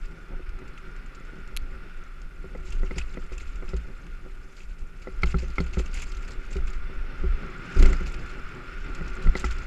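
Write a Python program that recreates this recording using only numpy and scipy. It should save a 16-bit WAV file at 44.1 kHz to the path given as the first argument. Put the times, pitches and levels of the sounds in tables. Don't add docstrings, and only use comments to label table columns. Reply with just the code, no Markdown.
import sys
import numpy as np
from scipy import signal
from scipy.io import wavfile
from scipy.ndimage import uniform_filter1d, map_coordinates

SR = 44100
rng = np.random.default_rng(int(sys.argv[2]) if len(sys.argv) > 2 else 0)


def wav_out(sig):
    wavfile.write(sys.argv[1], SR, np.round(np.clip(np.atleast_2d(sig).T, -1, 1) * 32767).astype(np.int16))


def field_ratio(decibels):
    return 10 ** (np.asarray(decibels, dtype=float) / 20)


N = 426006
TIME_S = np.arange(N) / SR

# t/s, level/dB
GUSTS = [(0, -44), (.6, -38.5), (1.3, -40.5), (2.3, -44), (2.7, -33), (3.5, -33), (4.4, -42), (4.95, -44.5),
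         (5.15, -35), (6.2, -33), (6.45, -39.5), (7.1, -35.5), (7.65, -41.5), (8.1, -33.5), (8.6, -44.5),
         (8.8, -35.5), (9.55, -32), (9.66, -34.5)]
# centre/s, length/s, gain/dB
BUFFETS = [(0.047, 0.23, 12), (.35, .14, 8), (0.502, 0.18, 11), (0.69, 0.14, 2.5), (1.665, 0.65, 10.5),
           (1.993, 0.11, 10.5), (2.26, 0.15, 7), (2.82, 0.2, 7.5), (3.05, 0.16, 4.5), (3.446, .2, -1.5),
           (4.125, 0.12, 5.5), (4.308, 0.18, 2.5), (4.696, 0.19, 12), (4.824, .12, 13), (5.225, 0.33, 9.5),
           (5.9, 0.26, 2.5), (6.386, 0.045, 10.5), (6.62, 0.45, 12.5), (6.823, 0.23, 6), (6.997, 0.13, 6.5),
           (7.208, 0.1, 13), (7.311, 0.21, 15), (7.48, 0.13, 8), (7.838, 0.22, 22), (8.433, 0.14, 9.5),
           (8.853, 0.36, 3), (9.283, 0.15, 17.5), (9.527, 0.24, 5.5)]
# t/s, level/dB
GROUND = [(0.0, -55), (0.86, -52), (1.56, -53), (1.91, -52), (2.36, -56.5), (2.91, -53.5), (3.93, -54),
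          (4.14, -55), (4.79, -60), (5.22, -52), (6.32, -50.5), (7.02, -49), (7.61, -44.5), (7.78, -41.5),
          (8.07, -46), (8.93, -46), (9.36, -44.5), (9.66, -45)]
# t/s, level/dB
RUSTLE = [(0.0, -55.5), (0.46, -70), (0.8, -62.5), (2.28, -64.5), (2.88, -52), (4.2, -61), (4.6, -58),
          (4.76, -63), (5.41, -51.5), (5.85, -52.5), (6.16, -50.5), (6.29, -61), (6.51, -53), (6.91, -62),
          (7.61, -56.5), (7.8, -43.5), (8.39, -57), (9.66, -52.5)]

# f/Hz, level/dB
WIND_SLOPE = [(5, -11), (12, -18.5), (24, -3), (36, -11.5), (50, -20.5), (90, -36.5), (200, -57),
              (600, -93), (1500, -130)]
MOUNT_SLOPE = [(20, -30), (45, -2), (70, -6), (100, -30.5), (300, -63), (1000, -120)]
HISS_SLOPE = [(1000, -3), (11000, -8), (15000, -16), (15400, -48)]
SHAKE_SLOPE = [(60, -12), (110, -2.5), (220, -6), (450, -13), (700, -23.5), (1000, -31), (2000, -54),
               (8000, -104)]
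ROLL_SLOPE = [(300, -22.5), (800, -17), (1100, -18), (1700, -9.5), (2100, -6), (2700, -9.5), (3300, -20.5),
              (5600, -29.5), (5900, -32.5), (12000, -53), (15000, -66), (15400, -106)]
FIZZ_SLOPE = [(900, -5.5), (1800, -2), (2600, 6), (3300, -5.5), (5000, -4.5), (5900, -8), (7400, -6.5),
              (8500, -18), (10000, -24), (12000, -35), (15000, -37), (15400, -77)]
CRACK_SLOPE = [(200, -60), (700, 11), (2500, 9), (5500, -20), (7000, -29), (15000, -45)]
SCUFF_SLOPE = [(80, -31.5), (180, -1.5), (280, 3), (500, -8.5), (1100, -17.5), (2500, -67.5)]
SNAP_SLOPE = [(600, -26), (1250, 0), (2700, 5.5), (4200, 7), (5100, -7), (6100, 5), (10000, -10),
              (11200, 4), (13500, -15), (16000, -25), (16600, -70)]

# f/Hz, width/Hz, level over slope/dB
SHAKE_PEAKS = [(165.6, 9.2, 7), (376.8, 19.4, 11), (537, 24, 4.5), (884, 166, 8.5)]
ROLL_PEAKS = [(1413, 143, 16.97), (1188, 173, 10.4), (3490, 85, 9.2), (4250, 95, 6.2), (5220, 720, 6.9)]
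FIZZ_PEAKS = [(2160, 220, 3.8), (3200, 170, 2.6), (4770, 240, 1.2), (6430, 390, 3.6), (7320, 260, 4.5),
              (11040, 430, 12)]

# f/Hz, level/dB, t60/s
THUD_MODES = [(292, 1.5, 0.039), (375.2, 5.5, 0.089), (486, -1.5, 0.049), (730, -19, 0.012)]
BOUNCE_MODES = [(55.35, 0, 0.28)]
BOOM_MODES = [(172, 11, 0.11), (208, -29, 0.024)]
SHELL_MODES = [(843, 0, 0.03), (1183, 6, 0.012), (1327, 12.5, 0.027)]
UPPER_MODES = [(2024, 10, 0.02), (2440, -4, 0.0069), (2800, -13, .012), (3450, -11, 0.011),
               (4000, -29, 0.0093), (4300, -16, 0.015), (5050, -17, .014)]
SPLINTER_MODES = [(4500, 0, .12), (4334, -5, .05)]

# t/s, level/dB
SLAPS = [(0.6759, -41.5), (0.774, -40.5), (1.147, -42), (2.2179, -52), (2.722, -40), (2.98, -25.5),
         (3.136, -41), (3.379, -37.5), (3.555, -42.5), (3.764, -37.5), (5.2205, -40), (5.2574, -37),
         (5.4186, -40), (5.503, -45), (5.556, -38.5), (5.6615, -38), (5.8573, -39.5), (6.0185, -32),
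         (6.1177, -38), (6.1684, -36), (6.5277, -39), (6.565, -35.5), (7.794, -38), (7.8246, -24.5),
         (7.856, -27.5), (7.927, -32.5), (8.1387, -36), (8.9477, -34.5), (9.077, -37), (9.583, -36.5)]
# t/s, level/dB
SWISHES = [(2.6524, -47), (2.96, -43), (3.2201, -50), (3.321, -41.5), (3.4007, -40), (3.466, -43),
           (3.687, -41), (4.568, -51), (4.7835, -47), (5.015, -47), (5.382, -38), (5.6027, -41),
           (5.731, -36.5), (5.782, -32), (5.9436, -45), (6.0706, -47), (6.2238, -42), (6.276, -39),
           (6.3066, -39.5), (6.5051, -42), (6.67, -38.5), (6.73, -45), (8.0611, -37), (8.2581, -46),
           (8.2935, -43), (9.2224, -41), (9.365, -34), (9.395, -38), (9.442, -30), (9.506, -34)]
# t/s, length/s, level/dB
SKIDS = [(2.655, 0.12, -55.5), (2.97, 0.061, -52.5), (4.557, 0.096, -57.5), (4.68, 0.072, -63),
         (5.262, 0.074, -46.5), (5.927, 0.091, -44), (6.01, 0.038, -47), (7.74, 0.2, -50),
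         (9.345, 0.099, -55)]
# t/s, level/dB, f/Hz
CLINKS = [(2.722, -39, 2750), (2.9822, -41, 2720), (3.013, -35, 2590), (3.38, -42, 2660),
          (2.867, -46, 2750), (5.385, -41, 2600), (5.734, -40, 2700), (5.862, -47, 2700), (6.02, -39, 2210)]
# t/s, level/dB
TICKS = [(0.05, -56), (0.1106, -66), (0.492, -57.5), (0.5891, -58), (0.9637, -58), (1.061, -58),
         (1.1573, -70), (1.251, -58), (1.3553, -63), (1.476, -57), (1.9734, -61), (2.0383, -59),
         (2.2164, -59), (2.574, -61), (4.0652, -56), (4.5261, -60), (8.9894, -64), (9.0994, -59)]
# t/s, level/dB, f/Hz
PINGS = [(2.6522, -47, 4580), (2.7041, -40, 6660), (2.7226, -40, 5070), (2.8488, -46, 6380),
         (2.9141, -46, 4760), (2.96, -40, 4780), (2.982, -38, 5160), (2.983, -32, 4900),
         (3.1037, -45, 4030), (3.1356, -49, 4770), (3.2204, -46, 4770), (3.3222, -46, 4820),
         (3.3796, -41, 7600), (3.4005, -39, 4200), (3.4728, -55, 5260), (3.4728, -52, 4120),
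         (3.5562, -51, 5080), (3.6904, -39, 5100), (3.7407, -41, 4300), (3.7662, -43, 7100),
         (4.5669, -48, 4490), (4.5674, -43, 4600), (4.7834, -51, 5030), (5.2209, -38, 5100),
         (5.2343, -24.5, 4300), (5.2573, -34, 4420), (5.3481, -45, 4180), (5.369, -39, 4170),
         (5.384, -42, 4240), (5.4184, -45, 4740), (5.4823, -41.5, 6240), (5.5022, -39, 4720),
         (5.5561, -42, 4790), (5.5826, -39, 5100), (5.6035, -30.5, 4330), (5.6619, -47, 4400),
         (5.7292, -42, 4200), (5.7342, -40, 4220), (5.7846, -45, 3970), (5.7846, -42, 7300),
         (5.8589, -39, 6400), (5.9303, -42, 4740), (5.9422, -30, 7030), (6.0201, -29.5, 6700),
         (6.0704, -39, 4510), (6.1188, -36, 5200), (6.1473, -44, 4270), (6.1682, -44, 4150),
         (6.2236, -42, 5140), (6.2505, -44, 5070), (6.278, -42, 5550), (6.3074, -36, 4430),
         (6.5055, -49, 6330), (6.5284, -49, 5950), (6.5284, -43, 6200), (6.5523, -40, 4680),
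         (6.5668, -42, 4070), (6.6706, -40, 6500), (6.7025, -41, 7010), (6.7319, -39, 4560),
         (7.7692, -37, 4950), (7.7896, -33, 6620), (7.7961, -31, 4200), (7.8265, -30, 7520),
              (7.857, -33, 4060), (7.929, -38, 6160), (7.9672, -38, 5030), (8.0041, -41, 6460),
              (8.0281, -45, 4870), (8.061, -46, 3970), (8.061, -39, 4780), (8.1214, -40, 7500),
              (8.1413, -37, 5070), (8.2581, -43, 4230), (8.2935, -44, 4300), (8.3948, -45, 4800),
              (8.8023, -47, 4460), (8.9495, -37, 4720), (8.9864, -49, 5090), (9.0612, -45, 4640),
              (9.0777, -44, 5490), (9.133, -46, 5100), (9.152, -44, 7530), (9.2229, -41, 4000),
              (9.2229, -43, 7640), (9.2713, -44, 4360), (9.3516, -46, 4000), (9.3526, -33, 4150),
              (9.3665, -32, 4660), (9.3972, -31, 7460), (9.4454, -33, 5150), (9.5097, -47, 3970),
              (9.5097, -34, 5540), (9.5835, -42, 5030), (9.617, -47, 4800), (9.6409, -50, 4190)]
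# t/s, level/dB, f/Hz
LURCHES = [(3.737, -37, 94.5), (5.35, -32, 215), (5.425, -43, 530), (5.775, -32, 215), (6.558, -34, 377),
           (7.238, -32.5, 378), (7.581, -44, 105), (7.80, -28, 280), (9.258, -27.5, 120)]
# t/s, blow/dB, hardness/dB, thinness/dB
STONES = [(0.395, -37.5, -25, 0.5), (0.618, -38.5, -14, -1), (2.443, -35, -22, 4), (2.55, -32, -13.5, 9),
          (2.832, -28.5, -16.5, 1), (2.909, -29, -7, 2.5), (3.172, -31, -12, 6), (3.319, -36, -14, 8),
          (3.624, -32.5, -15, 4), (4.262, -40, -28, 5.5), (5.072, -29.5, -12.5, 12), (9.353, -25, -2.5, 4)]
# t/s, blow/dB, heft/dB, hardness/dB, hollowness/dB
ROOTS = [(2.963, -37, 3.5, -22, -7), (3.734, -29.5, -2.5, -17.5, -2), (5.233, -24, 1, 4, 1),
         (5.343, -27.5, 8.5, -14, 7.5), (5.425, -36.5, -2, -25, -6), (5.495, -50, 13, -19, 3),
         (5.582, -26, -11, 2.5, 1), (5.602, -27, 6.5, -14, -2), (5.771, -25.5, 1.5, -19, -1),
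         (5.794, -27, -23, -16, -4), (6.556, -32.5, 2, -27, 6), (7.236, -31.5, 2, -32, 6),
         (7.428, -44.5, 7, -15, -3), (7.762, -26.5, -5, -34, -8), (7.798, -31, -2, -22, 1),
         (7.825, -21.5, 0, -12, -1.5), (7.856, -26, 0, -7.5, -9), (7.901, -31, -2, -14, -12),
         (7.931, -43, 9, 8.5, 8.5), (8.008, -33, -0.5, -10, -2), (9.009, -37.5, 5, -6, -1),
         (9.261, -33, 2, -30, -2), (9.271, -35.5, 11.5, -1, 0), (9.442, -26.5, -11, -4, 5.5)]
# t/s, level/dB
TWIG = [
    (1.5655, -17),
    (1.5715, -17),
]


def evened(x):
    return x / np.sqrt(np.mean(x ** 2) + 1e-20)


def curve(rows, follows=1, mid_db=0):
    t_s, level_db = np.transpose(rows)
    return field_ratio(follows * (np.interp(TIME_S, t_s, level_db) - mid_db))


def add(mix, start_s, sound):
    part = mix[round(start_s * SR):][:len(sound)]
    part += sound[:len(part)]


def decay(t, t60_s, rise_s):
    return field_ratio(-60 * t / t60_s) * (1 - np.exp(-t / rise_s))


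def coloured(x, slope, peaks=()):
    hz = abs(np.fft.fftfreq(16384, 1 / SR)) + 1
    slope_hz, slope_db = np.transpose(slope)
    gain = field_ratio(np.interp(np.log(hz), np.log(slope_hz), slope_db))
    for centre_hz, width_hz, peak_db in peaks:
        gain = gain * (1 + (field_ratio(peak_db) - 1) / (1 + (2 * (hz - centre_hz) / width_hz) ** 2))
    spectrum = np.exp(np.conj(signal.hilbert(np.log(gain))))
    taps = np.fft.ifft(spectrum).real[:12000]
    return evened(signal.oaconvolve(x, taps)[:len(x)])


def slow_noise(per_s):
    size = max(int(SR / per_s), 2)
    return evened(uniform_filter1d(uniform_filter1d(rng.standard_normal(N), size), size))


def lumps(per_s, depth_db):
    return field_ratio(depth_db * slow_noise(per_s))


def grit(per_s, spread_db):
    size = field_ratio(spread_db * np.minimum(rng.exponential(1, N), 4)) * rng.choice([-1, 1], N)
    return evened(size * (rng.random(N) < per_s / SR))


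def patchy(x, depth_db):
    z = signal.stft(x, nperseg=128)[2]
    cells = uniform_filter1d(rng.standard_normal(z.shape), size=5, axis=0)
    cells = uniform_filter1d(cells, size=5, axis=1)
    return evened(signal.istft(z * field_ratio(depth_db * evened(cells)), nperseg=128)[1][:len(x)])


def ring(modes, detune, rise_s, sag=0):
    t = np.arange(int(.3 * SR)) / SR
    settle_s = 0.0032
    bent = detune * (t + sag * settle_s * (1 - np.exp(-t / settle_s)))
    x = sum(field_ratio(db - 60 * t / t60_s) * np.sin(2 * np.pi * hz * bent) for hz, db, t60_s in modes)
    x = x * (1 - np.exp(-t / rise_s)) ** (2 if sag else 1)
    return x / abs(x).max()


def wavering(x, per_s, pitch_share):
    shift = slow_noise(per_s)
    shift = shift * pitch_share / np.std(np.gradient(shift))
    return map_coordinates(x, [np.arange(N) + shift], order=1, mode="nearest")


def vent_hiss():
    return field_ratio(-71.5) * coloured(rng.standard_normal(N), HISS_SLOPE)


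def wind():
    push = coloured(rng.standard_normal(N), WIND_SLOPE)
    push = push / (uniform_filter1d(push ** 2, size=5000) + 0.054) ** 0.35
    bob = coloured(rng.standard_normal(N), MOUNT_SLOPE, [(58, 16, 3.5)])
    buffet_db = np.zeros(N)
    for centre_s, length_s, gain_db in BUFFETS:
        phase = np.clip((TIME_S - centre_s) / length_s, -.5, .5)
        buffet_db += gain_db * np.cos(np.pi * phase) ** 2
    bob_db, follows, gust_mid_db = -47, 0.86, -33.5
    bobbing = field_ratio(bob_db + follows * buffet_db) * curve(GUSTS, follows, gust_mid_db) * bob
    return field_ratio(2.0 + buffet_db) * curve(GUSTS) * evened(push) + bobbing


def frame_shake():
    drive = (rng.standard_normal(N) + 0.42 * grit(60, 3.2)) * lumps(19, 2.4)
    gain = field_ratio(-48.5) * curve(GROUND, follows=0.79, mid_db=-51)
    return gain * coloured(drive, SHAKE_SLOPE, SHAKE_PEAKS)


def tyres():
    drive = (rng.standard_normal(N) + .3 * grit(300, 3.)) * lumps(60, .7)
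    return field_ratio(1.1) * curve(GROUND) * coloured(drive, ROLL_SLOPE, ROLL_PEAKS)


def rustle():
    drive = (rng.standard_normal(N) + 0.34 * grit(500, 1.1)) * lumps(80, 1.66)
    return field_ratio(-5.0) * curve(RUSTLE) * patchy(coloured(drive, FIZZ_SLOPE, FIZZ_PEAKS), 4.8)


def rattles():
    force, t = np.zeros(N), np.arange(4096) / SR
    fizz = coloured(0.78 * rng.standard_normal(N) + grit(1800, 2.9), FIZZ_SLOPE, FIZZ_PEAKS)
    for rows, t60_s in ((SLAPS, .042), (SWISHES, 0.11)):
        for start_s, level_db in rows:
            add(force, start_s, field_ratio(level_db) * decay(t, t60_s, 0.08 * t60_s))
    for start_s, length_s, level_db in SKIDS:
        add(force, start_s, field_ratio(level_db) * signal.windows.tukey(round(length_s * SR), .35))
    for start_s, level_db in TICKS:
        add(force, start_s, field_ratio(level_db + 7 - 60 * t / 0.035))
    return force * patchy(fizz, 3.6)


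def clinks_and_ticks():
    out = np.zeros(N)
    for start_s, level_db, hz in CLINKS:
        add(out, start_s, field_ratio(level_db) * ring([(hz, 0, .03), (1.09 * hz, -6, .02)], 1, .001))
    for start_s, level_db in TICKS:
        tick = ring([(7730, 0, 0.0098), (6700, -10, 0.0087)], 0.99, 0.0011)
        add(out, start_s, field_ratio(level_db - 6) * tick)
    return out


def pings():
    out, t = np.zeros(N), np.arange(1200) / SR
    partials = ((1, 5), (0.74, -5), (.84, -7.5), (1.23, -9), (1.52, -15.5))
    for start_s, level_db, hz in PINGS:
        wobble = uniform_filter1d(rng.standard_normal((5, 1200)), size=30, axis=1) * np.sqrt(30)
        tones = sum(field_ratio(db) * (0.69 + w) * np.sin(2 * np.pi * hz * ratio * t)
                    for (ratio, db), w in zip(partials, wobble))
        add(out, start_s - .0015, field_ratio(level_db - 6) * decay(t, 0.025, 0.0029) * tones)
    return out


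def landing():
    out = np.zeros(N)
    for start_s, level_db, hz in LURCHES:
        add(out, start_s, field_ratio(level_db) * ring([(hz, 0, .1)], 1, 0.0031))
    grind = coloured(rng.standard_normal(N), SCUFF_SLOPE)[:round(.24 * SR)]
    add(out, 7.75, field_ratio(-39) * signal.windows.tukey(len(grind), .6) * grind)
    swing_hz, swing_t60_s = 28, 0.61
    add(out, 7.772, -field_ratio(-7.5) * ring([(swing_hz, 0, swing_t60_s)], 0.93, 0.024))
    return out


def knock(out, cracks, scuffs, start_s, blow_db, heft_db, hard_db, hollow_db, thin_db, bounce_db,
          slower, scuff_db):
    t, chance = np.arange(1500) / SR, rng.uniform(-1, 1, 9)
    thud = [(hz, db + 0.5 * c + thin_db * (450 < hz < 600), t60_s)
            for (hz, db, t60_s), c in zip(THUD_MODES, chance[5:])]
    sag = 0.14 * field_ratio(blow_db + hard_db + 18.5)
    shell_db = 2 + 0.47 * hard_db + hollow_db
    # modes, level/dB, rise/s, detune spread (loose mount, firm case), sag
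    parts = [(thud, 0.7, 0.00089 * slower, 0.029, 0),
             (BOUNCE_MODES, bounce_db, 0.013, 0.065, 0),
             (BOOM_MODES, heft_db, 0.001, 0.057, 0),
             (SHELL_MODES, shell_db, 0.0011, 0.014, 0),
             (UPPER_MODES, 4.0 + hard_db, 0.0009, 0.024, sag)]
    for (modes, level_db, rise_s, spread, bend), c in zip(parts, chance):
        tone = ring(modes, 1 + spread * c, rise_s, bend)
        add(out, start_s, np.sign(c) * field_ratio(blow_db + level_db) * tone)
    here = slice(round(start_s * SR), round(start_s * SR) + 1500)
    crack = cracks[here] * decay(t, 0.035, 0.0022)
    add(out, start_s, field_ratio(blow_db + hard_db - 3.0) * crack)
    scuff = scuffs[here] * field_ratio(-60 * t / 0.071) * (1 - np.exp(-t / (0.0011 * slower))) ** 2
    add(out, start_s, field_ratio(blow_db + scuff_db) * scuff)


def knocks():
    out = np.zeros(N)
    cracks = coloured(rng.standard_normal(N), CRACK_SLOPE)
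    scuffs = coloured(rng.standard_normal(N), SCUFF_SLOPE)
    for start_s, blow_db, heft_db, hard_db, hollow_db in ROOTS:
        bounce_db = 4.5 + 0.035 * heft_db - 0.2 * hard_db
        knock(out, cracks, scuffs, start_s, blow_db, heft_db, hard_db, hollow_db, thin_db=0,
              bounce_db=bounce_db, slower=field_ratio(-0.43 * hard_db), scuff_db=-6.5)
    for start_s, blow_db, hard_db, thin_db in STONES:
        knock(out, cracks, scuffs, start_s, blow_db, -9, hard_db, hollow_db=-6, thin_db=thin_db,
              bounce_db=-10, slower=1, scuff_db=-7)
    return out


def twig():
    out, t = np.zeros(N), np.arange(1024) / SR
    for (start_s, level_db), t60_s in zip(TWIG, (.006, .012)):
        click = 4.1 * (abs(t - .0003) < .5 / SR)
        burst = coloured(rng.standard_normal(1024) + click, SNAP_SLOPE)
        add(out, start_s, field_ratio(level_db - 8.5 - 60 * t / t60_s) * burst)
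    (first_s, first_db), (last_s, last_db) = TWIG
    add(out, first_s + 0.00274, field_ratio(first_db - 20) * ring([(2600, 0, .006)], 1, .0005))
    add(out, last_s, field_ratio(last_db - 39) * ring(SPLINTER_MODES, 1, 0.0026))
    return out


def scene():
    air = vent_hiss() + wind() * lumps(per_s=10.3, depth_db=1.6)
    hum = wavering(frame_shake() + tyres(), per_s=6.94, pitch_share=0.01216)
    loose = rustle() + rattles() + clinks_and_ticks() + pings()
    bike = air + hum + loose + landing() + knocks()
    top_end = signal.firwin(401, 15350, window=("kaiser", 9), fs=SR)
    return (signal.oaconvolve(bike, top_end, "same") + twig())[None]


def top_dropouts(x):
    hz, t, z = signal.stft(x, SR, nperseg=2048)
    luck = np.repeat(rng.random((len(hz) // 16 + 1, len(t))), 16, axis=0)[:len(hz)]
    odds = np.interp(hz, [12400, 13000, 14600, 15200], [0, .2, .3, .8])[:, None]
    whole_top = (luck[0] < .04) & (hz[:, None] > 12900)
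    odds = np.where(whole_top, 1, odds)
    top = abs(z[hz > 12500]).mean(0)
    keep = (luck > odds) | (top > 4 * np.median(top))
    return signal.istft(z * keep, SR, nperseg=2048)[1][:N]


def roll_off(x):
    return signal.sosfilt(signal.butter(12, 16360, fs=SR, output="sos"), x)


def record(dry):
    mix = top_dropouts(dry[0])[None]
    return roll_off(mix)


dry = scene()
out = record(dry)
wav_out(out)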